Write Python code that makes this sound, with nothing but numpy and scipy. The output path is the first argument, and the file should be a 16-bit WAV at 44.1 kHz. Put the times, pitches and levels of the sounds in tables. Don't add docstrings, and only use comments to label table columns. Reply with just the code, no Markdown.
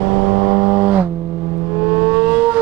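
import sys
import numpy as np
from scipy import signal
from scipy.fft import rfft, irfft
from scipy.io import wavfile

SR = 44100
rng = np.random.default_rng(int(sys.argv[2]) if len(sys.argv) > 2 else 0)


def pcm_store(signal):
    levels = np.round(np.clip(np.atleast_2d(signal), -1, 1) * 32767)
    wavfile.write(sys.argv[1], SR, levels.astype(np.int16).T)


N = 115101
T = np.arange(N) / SR
HZ = np.maximum(np.fft.rfftfreq(N, 1 / SR), 1)
SOUND_M_PER_S = 343


def from_db(db):
    return 10 ** (np.asarray(db) / 20)


def colour(hz, db):
    return from_db(np.interp(np.log(HZ), np.log(hz), db))


def noise(hz, db_per_hz):
    shaped = irfft(rfft(rng.standard_normal(N)) * colour(hz, db_per_hz), N)
    return shaped * np.sqrt(SR / 2)


def drift(rate_hz):
    slow = irfft(rfft(rng.standard_normal(N)) / (1 + (HZ / rate_hz) ** 2), N)
    return (slow - slow.mean()) / slow.std()


def smooth(x, seconds):
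    pole = np.exp(-1 / (seconds * SR))
    return signal.lfilter([1 - pole], [1, -pole], x)


def bump(centre_s, half_width_s):
    return np.exp(-((T - centre_s) / half_width_s) ** 2)


def hum():
    # frequency in Hz, RMS level in dB.
    hum_tones = [(30, -71), (60, -62), (120, -66)]
    total = 0
    for hz, db in hum_tones:
        phase = 2 * np.pi * hz * T + 0.34 * drift(2.2)
        total = total + np.sqrt(2) * from_db(db) * np.sin(phase)
    return total


def wind():
    # frequency in Hz, level in dB per Hz.
    wind_spectrum = [(20, -76.5), (60, -80.5), (130, -79), (250, -85), (500, -83), (800, -90.5),
                     (1500, -103), (2300, -109), (3200, -109), (4000, -115), (5000, -115), (6500, -123),
                     (10000, -133), (13000, -145)]
    # centre in seconds, level of the low-passed noise in dB over the wind, half width in seconds.
    gusts = [(.14, -3.5, .08), (.5, 4.5, 0.038), (1.01, 18, .045), (1.17, 11, 0.17), (2.15, 4, .2)]
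    gust_top_hz = 104
    hz, db_per_hz = np.transpose(wind_spectrum)
    air = noise(hz, db_per_hz)
    lowpass = signal.butter(2, gust_top_hz, fs=SR, output="sos")
    rumble = signal.sosfilt(lowpass, noise(hz, db_per_hz))
    gust_gain = sum(from_db(db) * bump(centre_s, width_s) for centre_s, db, width_s in gusts)
    return air + rumble * gust_gain


def tick():
    start_s, decay_s = 1.577, .0012
    level_before_filter_db = -62
    envelope = (T > start_s) * np.exp(-np.abs(T - start_s) / decay_s)
    burst = rng.standard_normal(N) * envelope
    band = signal.butter(2, [5500, 10500], "band", fs=SR, output="sos")
    return from_db(level_before_filter_db) * signal.sosfilt(band, burst)


def path(abreast_s, speed_m_per_s, closest_m):
    sent_s = np.linspace(-4, 4, 8001)
    extra_m = np.hypot(speed_m_per_s * sent_s, closest_m) - closest_m
    heard_s = sent_s + extra_m / SOUND_M_PER_S
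    along_m = speed_m_per_s * np.interp(T - abreast_s, heard_s, sent_s)
    distance_m = np.hypot(along_m, closest_m)
    angle_deg = np.degrees(np.arccos(-along_m / distance_m))
    receding_m_per_s = speed_m_per_s * along_m / distance_m
    return distance_m, angle_deg, 1 / (1 + receding_m_per_s / SOUND_M_PER_S)


def exhaust_note(turn_rad, facing, orders, fades, waver_db, smear_rad, sweep_rad):
    multiples, *views_db = np.transpose(orders)
    multiples = np.round(multiples)
    note = 0
    for k in range(1, int(multiples[-1]) + 1):
        db = np.array([np.interp(k, multiples, view) for view in views_db]) @ facing
        db = db + waver_db * drift(6.3)
        for centre_s, multiple, change_db, width_s in fades:
            if round(multiple) == k:
                db = db + change_db * bump(centre_s, width_s)
        phase = k * turn_rad - smear_rad * np.log(k) + sweep_rad * max(k - 6, 0) ** 2
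        note = note + np.sqrt(2) * from_db(db) * np.cos(phase)
    return note


def roar(turn_rad, facing, distance_m, spectrum, chop, roar_db, hiss_db):
    hiss_above_hz, hiss_loss_db_per_m = 3060, .5
    hz, *views_db = np.transpose(spectrum)
    rush = sum(np.sqrt(share) * noise(hz, view) for share, view in zip(facing, views_db))
    hiss = irfft(rfft(rush) / (1 + (hiss_above_hz / HZ) ** 4), N)
    hiss_gain = from_db(hiss_db - hiss_loss_db_per_m * distance_m)
    rush = rush + hiss * (hiss_gain - 1)
    puffs = np.exp(chop * (np.cos(2 * turn_rad) + np.cos(turn_rad) / 2))
    return from_db(roar_db) * rush * puffs / np.sqrt(np.mean(puffs ** 2))


def motorcycle(route, drive, angles_deg, orders, roar_spectrum, fades, jitter_rad, shake, waver_db,
               smear_rad, sweep_rad, chop, roar_db, hiss_db):
    distance_m, angle_deg, doppler = route
    s, crank_hz, level_db = np.transpose(drive)
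    heard_hz = np.interp(T, s, crank_hz) * doppler
    turn_rad = 2 * np.pi * np.cumsum(heard_hz) / SR + jitter_rad * drift(60)
    facing = np.array([np.interp(angle_deg, angles_deg, row) for row in np.eye(len(angles_deg))])
    note = exhaust_note(turn_rad, facing, orders, fades, waver_db, smear_rad, sweep_rad)
    note = note * (1 + shake * drift(70))
    rush = roar(turn_rad, facing, distance_m, roar_spectrum, chop, roar_db, hiss_db)
    return from_db(np.interp(T, s, level_db)) * (note + rush) / distance_m


def second_motorcycle():
    # time in seconds, crank speed in Hz, level of the whole machine in dB.
    drive = [(0, 85.4, -30.5), (1.2, 90.3, -19), (1.45, 90.9, -13.5), (1.621, 94.25, -14),
             (1.73, 95.72, -8), (1.901, 98.06, -3.5), (1.999, 99.3, -4), (2.201, 101.9, -0.5),
             (2.33, 103.8, 2.5), (2.46, 105.5, 1), (2.55, 105.4, -2), (2.61, 107.6, -3)]
    # multiple of crank speed, then dB at 1 m from each angle, before the drive level.
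    orders = [(1, -40, -60.5), (2, -32, -39), (3, -43, -55.5), (4, -7.5, -13), (5, -40.5, -34),
              (6, -34, -53), (7, -41.5, -45), (8, -18, -21.5), (9, -40, -39.5), (10, -23, -32),
              (11, -52.5, -38.5), (12, -41, -32), (13, -44, -47), (14, -37.5, -55), (15, -46, -48),
              (16, -37.5, -44), (18, -48, -52), (20, -60, -77), (23, -45, -55), (27, -50.5, -55.5),
              (31, -57, -58), (33, -50, -55), (36, -67.5, -56.5), (42, -57, -55), (48, -65.5, -67)]
    # frequency in Hz, then dB per Hz at 1 m from each angle, before drive, roar and hiss gains.
    roar_spectrum = [(60, -50.5, -53.5), (250, -54, -62.5), (795, -65.5, -57.5), (1550, -72.5, -59.5),
                     (2280, -77.5, -67.5), (3160, -68, -77.5), (3900, -72, -73.5), (4900, -73, -73.5),
                     (6500, -81.5, -84.5), (10000, -87.5, -96), (13000, -106, -100)]
    # centre in seconds, multiple of crank speed, change in dB, half width in seconds.
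    fades = [(2.262, 24, 11.5, 0.049), (2.12, 10, 2, 0.072), (2.4, 16, -8, .12), (2.36, 10, -5.5, 0.13),
             (2.37, 29, 16, 0.034), (2.38, 8, -6, .035), (2.48, 8, 8, 0.044), (2.52, 12, 11, 0.022),
             (2.545, 8, -14, 0.0094), (2.527, 4, -18, .02)]
    route = path(abreast_s=2.635, speed_m_per_s=33.0, closest_m=1.7)
    return motorcycle(route, drive, (9.1, 44.5), orders, roar_spectrum, fades,
                      jitter_rad=.004, shake=0.018, waver_db=1.8, smear_rad=0.72, sweep_rad=.4,
                      chop=0.067, roar_db=-2.0, hiss_db=3.5)


def first_motorcycle():
    # time in seconds, crank speed in Hz, level of the whole machine in dB.
    drive = [(0, 88.2, -7), (.28, 89.32, -4), (.42, 89.74, -3), (.7, 90.7, 1.5), (.9, 91.06, 0.5),
             (.995, 90.45, -0.5), (1.05, 90.96, -5.5), (1.13, 90.8, -2), (1.3, 91.1, -1),
             (1.451, 90.77, 1.5), (1.699, 91.15, -1), (2.1, 91.42, -1), (2.21, 93.42, -1.5),
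             (2.299, 90.7, 2.5), (2.39, 82.46, -1.5), (2.61, 82.4, -16)]
    # multiple of crank speed, then dB at 1 m from each angle, before the drive level.
    orders = [(1, -30, -34, -33), (2, -13.5, -10.5, -14), (3, -34.5, -42, -44.5), (4, -19.5, -29, -24),
              (5, -25, -40.5, -34), (6, -22.5, -18.5, -28), (7, -31.5, -38, -43), (8, -21.5, -16, -35.5),
              (9, -34, -38, -54), (10, -31.5, -30, -42.5), (11, -39.5, -38, -53), (12, -36.5, -35, -47),
              (13, -52.5, -46, -56), (14, -44.5, -38.5, -45), (16, -61, -46.5, -63.5), (18, -55, -48, -60),
              (21, -58.5, -53.5, -70.5)]
    # frequency in Hz, then dB per Hz at 1 m from each angle, before drive, roar and hiss gains.
    roar_spectrum = [(60, -53.5, -59, -63), (253, -61, -57, -56), (830, -58.5, -56, -75.5),
                     (1070, -60.5, -52, -71), (1450, -71.5, -62, -81.5), (2130, -74, -67.5, -81.5),
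                     (2270, -83, -71.5, -86.5), (3230, -74.5, -82, -89), (3900, -85, -75.5, -90),
                     (4800, -81.5, -80, -98.5), (6300, -96, -91, -103), (10200, -102, -102, -114),
                     (13000, -118, -120, -125)]
    # centre in seconds, multiple of crank speed, change in dB, half width in seconds.
    fades = [(.925, 8, -26, .02), (.92, 14, 10, 0.036), (.995, 6, 4, 0.027), (0.46, 11, 8.5, 0.13),
             (1.07, 8, 9, 0.026)]
    route = path(abreast_s=1.012, speed_m_per_s=30.5, closest_m=1.481)
    return motorcycle(route, drive, (19, 78, 145), orders, roar_spectrum, fades,
                      jitter_rad=.009, shake=0.035, waver_db=1.04, smear_rad=0.58, sweep_rad=.5,
                      chop=0.17, roar_db=1.0, hiss_db=5.5)


def scene():
    # frequency in Hz, left gain relative to right in dB.
    left_colour = [(60, 0), (250, -3), (460, -6), (760, -9), (1260, -13), (2100, -12.5), (3500, -19.5),
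                   (6000, -15), (12000, -14.5)]
    left_lag_s = .00008
    right = hum() + wind() + tick() + second_motorcycle() + first_motorcycle()
    delay = np.exp(-2j * np.pi * HZ * left_lag_s)
    response = irfft(colour(*np.transpose(left_colour)) * delay, N)
    left = signal.fftconvolve(right, np.roll(response, 256)[:513], "same")
    return np.array([left, right])


def record(dry):
    max_gain_db, target_db = 33, -11.5
    detect_s, attack_s, release_s = 0.029, 0.0027, 0.71
    look_ahead_s = .009
    left_hiss_db, cutoff_hz, fade_in_s = -71, 13500, .004
    left, right = dry
    level_db = 10 * np.log10(smooth(right ** 2, detect_s) + 1e-12)
    excess_db = np.maximum(level_db + max_gain_db - target_db, 1e-3)
    held_db = np.exp(np.maximum.accumulate(np.log(excess_db) + T / release_s) - T / release_s)
    cut_db = np.interp(T + look_ahead_s, T, smooth(held_db, attack_s))
    right = right * from_db(max_gain_db - cut_db)
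    right = right / (1 + (right / .95) ** 8) ** (1 / 8)
    left = left + from_db(left_hiss_db) * rng.standard_normal(N)
    stereo = np.minimum(T / fade_in_s, 1) * np.array([left, right])
    lowpass = signal.cheby2(12, 70, cutoff_hz, fs=SR, output="sos")
    return signal.sosfilt(lowpass, stereo)


dry = scene()
out = record(dry)
pcm_store(out)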